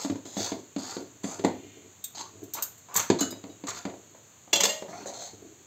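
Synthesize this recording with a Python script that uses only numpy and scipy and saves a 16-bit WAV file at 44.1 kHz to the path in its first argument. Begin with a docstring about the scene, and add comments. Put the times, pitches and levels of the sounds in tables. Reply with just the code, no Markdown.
"""Soft thuds and gritty scrapes: a steel spoon stirs flour in a wide metal pan, in a small kitchen.
The flour cushions each blow, grinds under the spoon and patters back down. Where the spoon meets
bare metal it clinks brightly. Near the end a steel cup knocks against the pan, rattles and rings.
The walls add a short echo, and a faint hiss lies under everything."""
import sys
import numpy as np
from scipy import signal
from scipy.fft import rfft, irfft, next_fast_len
from scipy.io import wavfile

SR = 44100
rng = np.random.default_rng(int(sys.argv[2]) if len(sys.argv) > 2 else 0)


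def dump(signal):
    """Clip the signal to [-1, 1] and save it as 16-bit WAV at the path in sys.argv[1]."""
    limited = np.clip(np.atleast_2d(signal).T, -1, 1)
    pcm = np.round(limited * 32767).astype(np.int16)
    wavfile.write(sys.argv[1], SR, pcm)


N = 249606
AGE = np.arange(int(.6 * SR)) / SR  # seconds since a blow or stroke began


def from_db(db):
    """Turn decibels into a number to multiply by."""
    return 10 ** (np.asarray(db) / 20)


def rms_one(x):
    """Scale a sound so that its average strength (rms) is 1."""
    return x / np.sqrt(np.mean(x ** 2) + 1e-20)


def attack_one(x):
    """Scale a blow so that its first hundredth of a second has strength 1."""
    return x / np.sqrt(np.mean(x[:SR // 100] ** 2) + 1e-20)


def fade(t60):
    """Die away smoothly, losing 60 dB in t60 seconds."""
    return np.exp(-np.log(1000) * AGE / t60)


def colour(x, spectrum):
    """Shape the tone with a curve of (f/Hz, level/dB) points; nothing sounds ahead of its cause."""
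    size = 2 * next_fast_len(len(x) // 2 + 2048)
    hz, db = np.transpose(spectrum)
    grid_hz = np.maximum(np.arange(size // 2 + 1) * SR / size, 1)
    gain = from_db(np.interp(np.log(grid_hz), np.log(hz), db))
    cepstrum = irfft(np.log(gain))
    cepstrum[1:size // 2] *= 2  # fold the late half onto the early half: a minimum-phase filter
    cepstrum[size // 2 + 1:] = 0
    return irfft(rfft(x, size) * np.exp(rfft(cepstrum)))[:len(x)]


def drift(rate, size):
    """A random wobble of strength 1 that heads for a new value `rate` times a second."""
    knots = rng.standard_normal(2000)
    return rms_one(np.interp(np.arange(size) / SR * rate, np.arange(len(knots)), knots))


def add(track, s, sound):
    """Mix a sound into the track, starting at s seconds."""
    sound, start = sound[max(round(-s * SR), 0):], max(round(s * SR), 0)
    track[start:start + len(sound)] += sound[:N - start]


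def ring(modes, spread_db, weight_db=0):
    """A struck object rings at its own tones (modes); each blow mixes them a little differently."""
    hz, db, t60 = np.transpose(modes)
    strength = from_db(db + weight_db + spread_db * rng.standard_normal(len(hz)))
    tones = np.sin(2 * np.pi * hz[:, None] * AGE) * fade(t60[:, None])
    return attack_one(strength @ tones)


def steel(modes, t60):
    """Give steel's tones their ring times: t60 seconds at 3500 Hz, shorter for higher tones."""
    hz, db = np.transpose(modes)
    return np.transpose([hz, db, t60 * (3500 / hz) ** .45])


def nearness_db(modes, hz, db_per_octave):
    """The spot that is touched favours the tones near one frequency."""
    return -db_per_octave * np.abs(np.log2(np.array(modes)[:, 0] / hz))


def crack(spectrum, t60, tail_db, tail_t60):
    """A hit wakes countless tones at once: a quick burst of noise with a weaker, longer shimmer."""
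    shape = fade(t60) + from_db(tail_db) * fade(tail_t60)
    return attack_one(colour(rng.standard_normal(len(AGE)) * shape, spectrum))


def chatter(sound, within_s, bounce_db):
    """Metal bounces: three more contacts quickly follow the first."""
    lags = (rng.uniform(0.066, 1, size=3) * within_s * SR).astype(int)
    return sound + from_db(bounce_db) * sum(np.pad(sound, (lag, 0))[:len(sound)] for lag in lags)


def friction(spectrum, slips_per_s, clump_db, clump_rate, t60, size=len(AGE)):
    """Rubbing is many tiny slips, each ringing the pan briefly; clump_db makes them come in bursts."""
    slips = (rng.random(size) < slips_per_s / SR) * rng.standard_normal(size)
    pan_ring = rng.standard_normal(len(AGE)) * fade(t60)
    pan_ring[0] = np.sqrt(np.sum(pan_ring ** 2))  # the slip itself is as strong as its ring
    clumps = from_db(clump_db * drift(clump_rate, size))
    rubbing = signal.fftconvolve(slips * clumps, pan_ring)[:size]
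    return rms_one(colour(rubbing, spectrum))


def swell(length):
    """The loudness of a stroke: touch down, press harder, ease off, then die away."""
    contact_s, hardest_s, release_db_per_s = 0.0029, 0.65 * length, 184
    ages = np.maximum.accumulate([0, contact_s, hardest_s, length])
    pressure_db = np.interp(AGE, ages, [-40, -3.5, 0, -10.5])
    return from_db(pressure_db - release_db_per_s * np.maximum(AGE - length, 0))


# tone of the background noise: f/Hz, level/dB
BACKGROUND_TONE = [(25, -30), (90, 13), (250, 3.5), (700, -1.5), (2000, -6.5), (4500, -7.5), (5000, -18),
                   (5900, -10), (6900, -3), (9000, -12.5), (16000, -11.5)]


def background_hiss():
    """A faint, steady hiss, strongest in the bass."""
    return from_db(-54) * rms_one(colour(rng.standard_normal(N), BACKGROUND_TONE))


def kitchen(x):
    """Near, hard walls add a blur of echoes that begins after a few milliseconds."""
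    echoes = rng.standard_normal(len(AGE)) * fade(t60=0.28) * np.clip(AGE / 0.0021 - 1, 0, 1)
    echoes /= np.sqrt(np.sum(echoes ** 2))
    echoes = colour(echoes, [(100, -0.5), (600, 0.5), (6000, -5.5), (15000, -8.0)])
    return x + from_db(-3.5) * signal.fftconvolve(x, echoes)[:N]


# tones of the pan's bare rim, which the cup also strikes: f/Hz, level/dB
RIM_MODES = [(624, -3), (862, -5), (1890, -4), (2132, -3), (2422, -5), (2806, -3), (3015, -3), (3203, -1),
             (3558, 0), (3599, -2), (4151, -2), (4221, 0), (4544, -5), (4727, -6), (5880, -5), (6686, -3),
             (7492, 0), (7842, -5), (12020, -2)]


def rim_rub():
    """The spoon rubs lightly along the rim and makes its tones sing faintly."""
    out = np.zeros(N)
    start_s, length_s, width_hz = 1.5, 0.38, 44
    weights = from_db(nearness_db(RIM_MODES, hz=2444, db_per_octave=18.5))
    singing = np.zeros(len(AGE))
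    for (hz, db), weight in zip(RIM_MODES, weights):
        resonance = signal.iirpeak(hz, hz / width_hz, fs=SR)
        singing += weight * from_db(db) * signal.lfilter(*resonance, rng.standard_normal(len(AGE)))
    add(out, start_s, from_db(-57.5) * swell(length_s) * rms_one(singing))
    return out


# the heap of flour sliding back: t/s, length/s, level/dB
FLOUR_SLIDES = [(1.535, 0.44, -54.5), (2.231, 0.29, -46), (4.883, 0.17, -40), (5.329, .26, -44.5)]
# low tone of flour landing on the pan: f/Hz, level/dB
PATTER_TONE = [(40, -15.5), (100, 3.5), (190, 1.5), (280, 5.5), (430, 1.5), (650, -8.5), (1300, -32)]


def loose_flour(blows):
    """Every blow shakes lumps loose, and now and then the heap slides back; both patter on the pan."""
    flow = np.zeros(N)
    for s, blow_db, *_ in blows:
        lumps_db = min(blow_db - 21, -36)  # harder blows shake more loose, up to a limit
        add(flow, s, from_db(lumps_db) * (fade(0.67) - fade(0.061)))
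    for start, length, db in FLOUR_SLIDES:
        add(flow, start, from_db(db) * swell(length))
    return flow * friction(PATTER_TONE, slips_per_s=300, clump_db=5.5, clump_rate=42, t60=0.029, size=N)


# the cup hitting the pan: t/s, clatter level/dB, cup level/dB, rim level/dB, build-up/s
CUP_KNOCKS = [(4.529, -23, -16, -34.5, 0.012), (4.556, -30.5, -26.5, -29.5, 0.0051),
              (4.602, -24.5, -27.5, -31, 0.016), (4.634, -23, -27.5, -24, 0.002),
              (4.651, -24.5, -39, -35, 0.0082), (4.69, -45, -62, -28, 0.0051)]
# tones of the steel cup: f/Hz, level/dB
CUP_MODES = [(563, -11), (872, -6.5), (1195, -20.5), (2712, -4.5), (2758, -1.5), (3407, 4.5), (3435, -5),
             (4114, -5), (4560, -16), (4868, -7), (4948, -4), (4996, -13), (5766, -5), (6290, -16.5),
             (6400, -25), (6568, -17), (7063, -12), (7532, -15)]
# tone of the cup's clatter: f/Hz, level/dB
CLATTER_TONE = [(100, -16.5), (260, 0), (600, -1.5), (1300, -7.5), (2500, -8.5), (3500, -5.5), (5500, -7.5),
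                (6400, -7), (10000, -8.5), (16000, -15)]


def cup_knocks():
    """The cup lands and bounces; it and the pan's rim ring, roughened as they rattle together."""
    out = np.zeros(N)
    for s, clatter_db, cup_db, rim_db, build_s in CUP_KNOCKS:
        hit = crack(CLATTER_TONE, t60=0.033, tail_db=-19, tail_t60=0.43)
        clatter = from_db(clatter_db) * chatter(hit, within_s=0.0073, bounce_db=0)
        cup = from_db(cup_db) * ring(steel(CUP_MODES, t60=.23), spread_db=1.5)
        rim = from_db(rim_db) * ring(steel(RIM_MODES, t60=.26), spread_db=6)
        rattle = from_db(2.5 * drift(rate=170, size=len(AGE)))
        add(out, s, (1 - fade(build_s)) * (clatter + (cup + rim) * rattle))
    return out


# the spoon hitting bare metal, and at 2.44, 2.78 and 3.50 s faint ticks of crumbs landing: t/s, tick level/dB,
# bowl level/dB, favoured f/Hz, handle level/dB
SPOON_CLINKS = [(1.449, -66, -55, 4100, -44), (2.040, -26.5, -60, 12000, -35.5),
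                (2.436, -44.5, -62, 12000, -71), (2.536, -23.5, -44, 13600, -43),
                (2.623, -19, -23, 13500, -41), (2.779, -49, -68, 12000, -74.5),
                (2.941, -29.5, -36, 9900, -47), (2.962, -14.5, -18.5, 10300, -50),
                (3.206, -29, -29.5, 6640, -40), (3.208, -48, -39, 2950, -56),
                (3.306, -34.5, -42, 4500, -50), (3.497, -73, -57, 3850, -67)]
# tones of the spoon's bowl: f/Hz, level/dB
BOWL_MODES = [(2955, -9), (3850, -8), (4935, -10), (6670, -9), (7165, -1), (7440, -9), (9550, 3),
              (13080, -7), (13255, -3), (13520, -7), (14110, -13)]
# tones of the spoon's handle: f/Hz, level/dB
HANDLE_MODES = [(3424, -4), (3698, 0), (7558, -5), (8371, -2), (12380, -12), (13810, -4), (14450, -6)]
# tone of the bright tick: f/Hz, level/dB
TICK_TONE = [(400, -46), (2500, -15), (3700, -11), (5200, -10), (8300, 0), (10000, 7.5), (12200, -0.5),
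             (14200, 8), (16000, -9)]


def spoon_clinks():
    """Steel on steel: a bright tick, and the spoon's bowl and handle ring, cut short by the hand."""
    out = np.zeros(N)
    bowl_modes, handle_modes = steel(BOWL_MODES, t60=.24), steel(HANDLE_MODES, t60=.15)
    for s, tick_db, bowl_db, hz, handle_db in SPOON_CLINKS:
        bowl = ring(bowl_modes, spread_db=1.5, weight_db=nearness_db(bowl_modes, hz, 22))
        handle = ring(handle_modes, spread_db=1.5, weight_db=nearness_db(handle_modes, hz, 4))
        hit = crack(TICK_TONE, t60=.04, tail_db=-8, tail_t60=.12)
        tick = chatter(hit, within_s=.012, bounce_db=-10.5)
        clink = from_db(tick_db) * tick + from_db(bowl_db) * bowl + from_db(handle_db) * handle
        add(out, s, (1 - fade(.006)) * clink)
    return out


# strokes through the flour: t/s, length/s, grind level/dB, grind f/Hz, hiss level/dB
STIR_STROKES = [(-0.05, 0.13, -41.5, 820, -39), (0.251, 0.19, -55, 716, -46.5),
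                (0.367, 0.15, -40.5, 900, -34), (0.78, 0.21, -42, 790, -41), (1.231, 0.16, -42.5, 810, -43),
                (2.146, 0.1, -41, 930, -41), (2.548, 0.06, -35, 1100, -44), (2.883, 0.17, -41, 1060, -60),
                (2.95, 0.073, -29, 1150, -28.5), (3.185, 0.058, -34, 1200, -33),
                (3.667, 0.054, -33, 1090, -35.5), (3.743, 0.062, -43, 960, -44),
                (4.88, 0.19, -41.5, 730, -52), (5.056, 0.067, -37, 570, -42.5),
                (5.133, 0.17, -45, 680, -43)]
# tone of grinding flour: multiple of the stroke's grind frequency, level/dB
GRIND_TONE = [(.12, -15), (.4, -6), (.7, -4.5), (1, 2), (1.4, -6), (2, -13), (3.2, -18), (5, -36)]
# tone of the spoon's edge sliding on metal: f/Hz, level/dB
EDGE_TONE = [(1200, -17), (2900, -12), (3650, -3), (4200, 3), (4700, -2), (5400, -7), (6400, -3),
             (7600, -5), (9000, -10), (16000, -17)]
# tone of a dull click, for crunched grains and for the thuds: f/Hz, level/dB
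CLICK_TONE = [(300, 9), (2800, -1.5), (4300, 4.5), (5400, -10), (7300, -3), (12000, -38)]


def stirring():
    """Flour grinds, rising in pitch as it packs; the spoon's edge hisses on metal and crunches grains."""
    out = np.zeros(N)
    rise_octaves = .55
    for start, length, grind_db, hz, hiss_db in STIR_STROKES:
        tone = np.array(GRIND_TONE) * [hz, 1]
        grind = friction(tone, slips_per_s=760, clump_db=0, clump_rate=79.8, t60=0.034)
        speed = 2 ** (rise_octaves * (np.minimum(AGE / length, 1) - .5))
        grind = np.interp(np.cumsum(speed) / SR, AGE, grind)  # running faster raises the pitch
        hiss = friction(EDGE_TONE, slips_per_s=3000, clump_db=1, clump_rate=79, t60=0.025)
        grit = friction(CLICK_TONE, slips_per_s=170, clump_db=2, clump_rate=20, t60=0.006)
        scrape = hiss + from_db(-12) * grit
        add(out, start, swell(length) * (from_db(grind_db) * grind + from_db(hiss_db) * scrape))
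    return out


# the spoon's blows through the flour: t/s, blow level/dB, thump f/Hz, knock level/dB
SPOON_BLOWS = [(0.048, -19.5, 280, -34), (0.099, -18, 284, -38.5), (0.156, -27.5, 272, -40),
               (0.255, -32, 302, -46), (0.368, -21, 218, -35), (0.519, -18.5, 311, -32.5),
               (0.763, -18.5, 258, -36), (0.967, -20.5, 353, -34.5), (1.241, -19, 228, -35.5),
               (1.394, -23, 386, -35.5), (1.44, -20, 392, -33.5), (1.447, -8, 314, -18.5),
               (3.101, -4, 347, -24.5), (3.212, -14.5, 268, -32), (3.326, -28.5, 348, -40.5),
               (3.439, -29, 287, -41.5), (3.638, -29, 277, -37), (3.852, -20, 223, -31),
               (3.898, -31.5, 360, -46), (3.939, -35.5, 338, -46), (4.147, -52, 615, -48.5),
               (4.476, -55, 694, -48.5), (4.822, -28, 520, -34.5)]
# low tones of the pan: f/Hz, level/dB, ring time/s before the flour shortens it
PAN_MODES = [(124, -19, .4), (160, -17, .25), (222, -9, .1), (269, 3, .22), (394, 0, .15), (463, -6, .22),
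             (560, -9, .2), (645, -8, .33), (828, -13, .14), (965, -19, .11)]
# tone of the hollow knock: f/Hz, level/dB
KNOCK_TONE = [(200, -7), (550, 2), (1000, -7.5), (1400, -19.5), (2100, -17), (5000, -43.5)]


def spoon_thuds():
    """Flour cushions each blow: a thump, the pan's low ring, a dull click, a knock and one bounce."""
    out = np.zeros(N)
    weak_bass = signal.butter(2, 150, "high", fs=SR, output="sos")  # a pan gives off little deep bass
    flour_damping, soft_blow_db, bounce_s = 1.44, -46, 0.0111
    modes = np.array(PAN_MODES) / [1, 1, flour_damping]
    for s, db, hz, knock_db in SPOON_BLOWS:
        pulse = attack_one(np.sin(2 * np.pi * hz * AGE) * (fade(0.045) - fade(0.01)))
        thump = from_db(-10.5) * signal.sosfilt(weak_bass, pulse)
        # harder blows favour the pan's lower tones
        tilt_db = -0.21 * max(db - soft_blow_db, 0) * np.log2(modes[:, 0] / hz)
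        weight_db = nearness_db(modes, hz, db_per_octave=8) + tilt_db
        pan = from_db(-10) * signal.sosfilt(weak_bass, ring(modes, spread_db=3.5, weight_db=weight_db))
        click = from_db(-20.5) * crack(CLICK_TONE, t60=0.035, tail_db=-11, tail_t60=0.24)
        knock = crack(KNOCK_TONE, t60=0.033, tail_db=-13.5, tail_t60=0.28)
        add(out, s, from_db(db) * (thump + pan + click) + from_db(knock_db) * knock)
        add(out, s + bounce_s, from_db(db - 13) * thump)  # the spoon drops back more weakly
    return out


def scene():
    """Everything at the pan echoes in the kitchen, over a faint steady hiss."""
    hiss = background_hiss()
    pan = spoon_thuds() + spoon_clinks() + cup_knocks() + stirring()
    pan += loose_flour(SPOON_BLOWS) + rim_rub()
    return (kitchen(pan) + hiss)[None]


# how strongly a small microphone picks up each frequency: f/Hz, level/dB
MICROPHONE_TONE = [(25, -31), (100, -4), (5800, -1.5), (6300, 7.5), (7500, 4.5), (7900, -2), (8450, -6),
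                   (8800, -20.5), (11300, -30.5), (11700, -7.5), (15600, -7), (16000, -29)]


def record(dry):
    """The microphone peaks near 7 kHz and dips deeply above that; the highest treble is then cut."""
    heard = colour(dry[0], MICROPHONE_TONE)
    treble_cut = signal.cheby2(16, 70, 17000, fs=SR, output="sos")
    return signal.sosfilt(treble_cut, heard)[None]


dry = scene()
out = record(dry)
dump(out)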